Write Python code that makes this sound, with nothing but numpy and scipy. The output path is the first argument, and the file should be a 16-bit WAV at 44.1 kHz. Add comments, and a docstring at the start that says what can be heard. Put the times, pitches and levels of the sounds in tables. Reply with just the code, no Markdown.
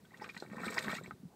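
"""Bubbles burst with short, mostly rising notes as gas gurgles up through thick mud.
The place is a small vent outdoors, heard close up on one small microphone.
Wet mud slaps and spatters on top, while large pockets gulp down in the throat.
One long gush of tiny bubbles swells in the middle and ends in a rising squelch as gas
squeezes through narrowing cavities. The crusted cone scatters it all; faint wind lies behind."""
import sys
import numpy as np
from scipy import signal
from scipy.fft import rfft, irfft, next_fast_len
from scipy.io import wavfile
from scipy.ndimage import uniform_filter1d

SR = 44100
rng = np.random.default_rng(int(sys.argv[2]) if len(sys.argv) > 2 else 0)


def output_pcm(signal):
    """Save a mono or channel-first signal as 16-bit PCM at the path in sys.argv[1].

    Samples are clipped to [-1, 1] before scaling.
    """
    pcm = np.clip(np.atleast_2d(signal).T, -1, 1) * 32767
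    wavfile.write(sys.argv[1], SR, np.round(pcm).astype(np.int16))


N = 59535
T = np.arange(N) / SR


# bubbles bursting at the surface: t/s, f/Hz, level/dB, swell/s, decay/s, glide/(octaves/s)
BUBBLES = [(.048, 1507, -60, 0.0013, 0.0077, 2), (0.053, 3140, -54.5, 0.0012, 0.0012, 19),
           (.106, 1846, -60, 0.0012, 0.019, 13.5), (0.118, 793, -52, 0.0012, 0.0024, 23),
           (.134, 1005, -54.5, 0.0023, 0.0047, 8), (.140, 1758, -47, 0.0053, 0.005, 19),
           (.211, 832, -39.5, 0.013, 0.0015, 7.5), (0.21, 2020, -50.5, 0.0039, 0.011, -6.5),
           (.243, 1227, -42.5, 0.0032, 0.0049, -3.5), (0.243, 2380, -46.5, 0.0013, 0.004, 13),
           (.291, 2355, -41, 0.006, 0.0069, 3), (0.347, 1390, -49.5, 0.0014, 0.0044, -10),
           (.365, 2420, -42.5, 0.0009, 0.0029, 9), (.364, 1860, -40, 0.0033, 0.005, 10),
           (.365, 1393, -52.5, 0.0022, 0.017, 7), (.365, 900, -49, 0.0036, 0.0072, 5),
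           (.376, 3900, -43.5, 0.0011, 0.0023, 38), (.400, 4130, -44, 0.003, 0.0031, 2.5),
           (0.424, 1400, -42.5, 0.0012, 0.004, 8.5), (.581, 996, -38, 0.00098, 0.0048, 13),
           (0.633, 1319, -37, 0.0026, 0.017, 8.5), (0.654, 3820, -45, 0.0036, 0.0069, 14.5),
           (.676, 1203, -38, 0.0053, 0.0099, 10.5), (0.679, 2330, -32.5, 0.0037, 0.0031, -2),
           (.771, 944, -30.5, 0.0019, 0.0018, 11), (.7818, 1926, -21.5, 0.00036, 0.0026, 1),
           (.779, 4920, -31, 0.00065, 0.0013, -3), (.843, 223.4, -38, 0.037, 0.013, -1.5),
           (0.882, 1690, -26.5, 0.00081, 0.0016, 10), (.916, 1790, -45, 0.0022, .010, 10.5),
           (.928, 560, -37.5, 0.005, 0.0035, 26), (.967, 1917, -37.5, 0.0021, 0.0051, 13),
           (.981, 2180, -42, 0.0016, 0.0043, 10), (0.983, 1294, -43, 0.003, 0.0065, 11),
           (1.035, 3790, -51, 0.002, 0.0025, 12), (1.036, 7440, -49.5, 0.0028, 0.0028, 8),
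           (1.041, 1907, -50.5, 0.0025, 0.0066, 4.5), (1.060, 2210, -43, 0.00088, 0.0025, 15),
           (1.109, 1285, -36, 0.00089, 0.0033, 0)]

def bubbles(roughness=0.35, rough_hz=656):
    """Most bursts ring higher as the hole opens; the tearing film roughens them."""
    out = np.zeros(N)
    for start, hz, db, swell_s, decay_s, glide in BUBBLES:
        add(out, start, from_db(db) * pocket_note(hz, swell_s, decay_s, glide))
    flutter = 1 + roughness * (wobble(rough_hz) + 1j * wobble(rough_hz))  # in level and phase
    return np.real(signal.hilbert(out) * flutter)


# wet slaps of mud at the mouth: t/s, level/dB, cavity f/Hz
SLAPS = [(.173, -49, 3800), (0.219, -40.5, 418), (.243, -34.5, 2020), (.261, -43, 1390), (0.278, -45, 557),
         (0.291, -37.5, 2150), (.300, -41.5, 3000), (.346, -41.5, 1720), (0.376, -42, 3950),
         (.401, -40, 4770), (0.4239, -33, 474), (0.451, -45, 594), (.500, -46, 1360), (.533, -36.5, 462),
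         (0.546, -42, 373), (.583, -41, 810), (.602, -36, 730), (.636, -37, 905), (0.645, -32.5, 1560),
         (.667, -33.5, 440), (.683, -43, 1700), (0.725, -35, 1440), (.743, -34, 6500), (.773, -33.5, 1110),
         (0.7856, -30, 2560), (0.7891, -25.5, 4300), (.840, -37, 4600), (.845, -30, 1650),
         (.882, -32.5, 310), (.896, -34, 1510), (.903, -38, 1980), (0.916, -32, 2170), (.931, -33, 990),
         (0.951, -30.5, 2700), (0.967, -38, 5200), (1.012, -42, 448), (1.06, -49.5, 690),
         (1.078, -40.5, 378), (1.109, -36.5, 860)]

def slaps(cavity_q=1.15, spray_db=-11, spray_decay_s=0.0053):
    """Each slap is a soft push and a short spray, heard through a heavily damped cavity."""
    out, t = np.zeros(N), T[:SR // 20]
    for start, db, hz in SLAPS:
        cavity = signal.iirpeak(hz, cavity_q, fs=SR)
        soft_mud = signal.butter(2, min(2.2 * hz, SR / 3), fs=SR)  # rounds off the top
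        pulse = np.exp(-2 * np.pi * hz * t)
        push = signal.lfilter(*soft_mud, signal.lfilter(*cavity, pulse))
        hiss = signal.lfilter(*soft_mud, signal.lfilter(*cavity, rng.standard_normal(len(t))))
        spray = rms_one(hiss) * np.exp(-t / spray_decay_s)
        add(out, start, from_db(db) * (push / np.abs(push).max() + from_db(spray_db) * spray))
    return out


# large gas pockets below the surface: t/s, f/Hz, level/dB
GULPS = [(0.028, 163.5, -51.5), (0.191, 248, -47), (.220, 256, -57), (.362, 202, -43), (.513, 214, -38),
         (0.567, 216, -42), (.612, 222, -35.5), (.627, 185, -37.5), (.668, 220, -34.5), (0.693, 241, -44.5),
         (0.894, 168, -39.5), (0.927, 201, -36.5), (0.958, 208, -44), (1.005, 186, -48), (1.028, 166, -42),
         (1.077, 139, -41.5), (1.117, 220, -41.5), (1.134, 130, -43), (1.196, 166, -48),
         (1.231, 228.6, -41), (1.25, 172, -38)]

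def gulps():
    """Large pockets thud deep in the throat, sagging slightly in pitch."""
    out = np.zeros(N)
    for start, hz, db in GULPS:
        thud = pocket_note(hz, swell_s=0.0052, decay_s=0.007, octaves_per_s=-1.5)
        add(out, start, from_db(db) * thud)
    return out


# strength of the churning: t/s, level/dB
GUSH_LEVEL = [(0, -79), (.10, -77), (.19, -63.5), (.235, -53), (.27, -58), (.33, -70), (.36, -67),
              (.395, -73), (.44, -60), (.485, -65), (.56, -52), (.66, -47), (.715, -52), (.78, -42),
              (.82, -49.5), (.93, -45), (1.0, -70.5), (1.07, -60), (1.15, -78.5), (1.35, -100)]
# tone of the churning: f/Hz, level/dB
GUSH_COLOUR = [(120, -27), (280, -6.5), (500, 2.5), (760, -7.5), (1000, -3), (1900, -1), (2600, -10.5),
               (3000, -31.5), (6000, -54.5)]
# resonances of the vent: f/Hz, width/Hz, gain/dB
VENT_RESONANCES = [(400, 57, 3), (641, 28, 6), (923, 87, 7.5), (1343, 130, 6), (1550, 60, 5.5),
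                   (1833, 38, 10.5), (2278, 98, 10), (2635, 65, 12.5)]

def gush():
    """Countless small bubbles churn and ring inside the vent."""
    churn = bubble_swarm(GUSH_COLOUR, per_s=1700, low_hz=250, high_hz=3023, decay_cycles=1.83)
    return level(GUSH_LEVEL) * rms_one(peaks(churn, VENT_RESONANCES))


# cavities squeezed by the gas: t/s, length/s, first f/Hz, last f/Hz, level/dB, width/Hz
SQUELCHES = [(.84, .13, 1100, 1520, -50.5, 43), (.935, .07, 650, 1600, -55, 50),
             (.89, 0.0903, 1800, 1990, -50, 64), (.86, 0.11, 2050, 2600, -50.5, 28),
             (.688, 0.046, 310, 670, -46.5, 69), (.214, 0.037, 5100, 5400, -59.5, 380),
             (1.295, 0.068, 660, 770, -67, 200)]

def squelches():
    """Escaping gas sounds narrowing cavities, which glide upward; a wide band is a hissing squirt."""
    out = np.zeros(N)
    for start, length_s, first_hz, last_hz, db, width_hz in SQUELCHES:
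        progress = np.clip((T - start) / length_s, 0, 1)
        pitch = first_hz * (last_hz / first_hz) ** progress
        phase = 2 * np.pi * np.cumsum(pitch) / SR
        ringing = wobble(width_hz) * np.sin(phase) + wobble(width_hz) * np.cos(phase)
        arch = np.sqrt(np.abs(np.sin(np.pi * progress)))
        out += from_db(db) * arch * ringing
    return out


# strength of the fine wet spatter: t/s, level/dB
SPATTER_LEVEL = [(0, -82), (.19, -72.5), (.25, -64.5), (.33, -72.5), (.355, -65.5), (.425, -67), (.49, -74),
                 (.62, -60.5), (.665, -52), (.72, -55), (.765, -53.5), (.785, -45), (.805, -58.5),
                 (.87, -56.5), (.96, -50.5), (1.015, -74), (1.06, -63.5), (1.15, -80), (1.35, -91)]
# tone of the spatter: f/Hz, level/dB
SPATTER_COLOUR = [(1200, -27), (2900, -5.5), (3900, 5), (5200, -4.5), (6800, -6), (8200, 1.5),
                  (9500, -13.5), (12500, -9.5), (15500, -19.5)]

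def spatter(spit_db=2.54, spit_hz=29):
    """The finest bubbles burst on top of the mud in uneven spits."""
    fizz = bubble_swarm(SPATTER_COLOUR, per_s=9500, low_hz=2452, high_hz=15500, decay_cycles=6.9)
    spits = from_db(spit_db * wobble(spit_hz))
    return level(SPATTER_LEVEL) * fizz * spits


# strength of the rumble: t/s, level/dB
RUMBLE_LEVEL = [(0, -64.5), (.09, -70), (.24, -57.5), (.32, -64), (.405, -65.5), (.48, -55.5), (.66, -51),
                (.74, -54), (.88, -50), (1.0, -53.5), (1.13, -57.5), (1.19, -64.5), (1.35, -68)]
# tone of the rumble: f/Hz, level/dB
RUMBLE_COLOUR = [(50, -23.5), (100, -2.5), (160, -1.5), (240, 1.5), (330, -9), (600, -14.5), (2000, -53.5)]

def rumble():
    """Low, quickly damped bubbles blur together down in the throat."""
    swarm = bubble_swarm(RUMBLE_COLOUR, per_s=350, low_hz=124, high_hz=424, decay_cycles=0.87)
    return level(RUMBLE_LEVEL) * swarm


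def cone(x, scatter_db=-9.5, decay_s=0.0095):
    """The crusted cone adds a very short scatter of reflections."""
    t = T[:SR // 10]
    tail = rng.standard_normal(len(t)) * np.exp(-t / decay_s) * (t > .002)
    reflections = signal.fftconvolve(x, tail / np.linalg.norm(tail))[:N]
    return x + from_db(scatter_db) * reflections


# dips in the treble: f/Hz, width/Hz, gain/dB
RECORDING_NOTCHES = [(2984, 320, -7), (4445, 106, -9), (6080, 340, -13), (9950, 1900, -31)]

def notched(x):
    """A few steady, narrow bands are missing from the recorded treble."""
    return peaks(x, RECORDING_NOTCHES)


# tone of the open air: f/Hz, level/dB
WIND_COLOUR = [(20, -1), (110, 3), (400, -0.5), (1000, -12), (2500, -19.5), (8000, -22.5), (15000, -25)]

def wind(db=-65):
    """Faint wind behind the vent, a steady low rush."""
    return from_db(db) * rms_one(coloured(rng.standard_normal(N), WIND_COLOUR))


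def pocket_note(hz, swell_s, decay_s, octaves_per_s):
    """A gas pocket swells into ringing and dies away; its pitch glides for the first 50 ms."""
    t = T[:SR // 10]
    pitch = hz * 2 ** (octaves_per_s * np.minimum(t, 0.05))
    envelope = np.minimum(t / swell_s, 1) * np.exp(-np.maximum(t - swell_s, 0) / decay_s)
    return envelope * np.sin(2 * np.pi * np.cumsum(pitch) / SR)


def bubble_swarm(colour, per_s, low_hz, high_hz, decay_cycles, spread_db=4.5, rise=0.056):
    """Tiny bubbles of uneven size and pitch burst at random moments, evened out to a steady level."""
    out = np.zeros(N)
    for when, place, size, sign in rng.random((int(per_s * N / SR), 4)):
        hz = low_hz * (high_hz / low_hz) ** place
        age = T[:int(6 * decay_cycles / hz * SR) + 2] * hz / decay_cycles  # in decay times
        ring = np.exp(-age) * np.sin(2 * np.pi * decay_cycles * age * (1 + rise * age / 2))
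        strength = from_db(spread_db * min(-np.log(1 - size), 4)) * np.sign(sign - .5)
        add(out, when * N / SR, strength * rms_one(ring) * hz / high_hz)
    out = coloured(out, colour)
    power = uniform_filter1d(out ** 2, size=1100)  # over 25 ms
    return rms_one(out / np.sqrt(np.abs(power) + power.mean() / 20))


def coloured(x, colour):
    """Causal (minimum-phase) filter through points of f/Hz, level/dB."""
    size = next_fast_len(2 * N) // 2 * 2
    hz, db = np.transpose(colour)
    bin_hz = np.arange(size // 2 + 1) * SR / size
    gain = from_db(np.interp(np.log(bin_hz + 1), np.log(hz), db))
    cepstrum = irfft(np.log(gain))
    cepstrum[1:size // 2] *= 2
    cepstrum[size // 2 + 1:] = 0
    return irfft(rfft(x, size) * np.exp(rfft(cepstrum)))[:N]


def peaks(x, bands):
    """Chain of resonant boosts or cuts."""
    for hz, width_hz, db in bands:
        band = signal.lfilter(*signal.iirpeak(hz, hz / width_hz, fs=SR), x)
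        x = x + (from_db(db) - 1) * band
    return x


def wobble(hz):
    """Random motion up to a rate, at unit rms."""
    lowpass = signal.butter(2, hz, fs=SR, output="sos")
    return rms_one(signal.sosfilt(lowpass, rng.standard_normal(2 * N))[N:])


def from_db(db):
    """Decibels to gain."""
    return 10 ** (np.asarray(db) / 20)


def rms_one(x):
    """Scale to unit rms."""
    return x / np.sqrt(np.mean(x ** 2) + 1e-20)


def level(curve):
    """Gain over time from points of t/s, level/dB."""
    return from_db(np.interp(T, *np.transpose(curve)))


def add(out, start_s, sound):
    """Mix a sound in at a time."""
    i = int(np.clip(start_s * SR, 0, N - 1))
    out[i:i + len(sound)] += sound[:N - i]


def scene():
    """The vent close in front, the wind behind, in mono."""
    air = wind()
    mud = bubbles() + slaps() + gulps() + squelches() + gush() + spatter() + rumble()
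    return (notched(cone(mud)) + air)[None]


def record(dry, low_cut_hz=82, high_cut_hz=15700):
    """The small microphone loses the deep bass; the top is cut steeply."""
    low_cut = signal.butter(2, low_cut_hz, "high", fs=SR, output="sos")
    high_cut = signal.ellip(12, .1, 80, high_cut_hz, fs=SR, output="sos")
    return signal.sosfilt(high_cut, signal.sosfilt(low_cut, dry))


dry = scene()
out = record(dry)
output_pcm(out)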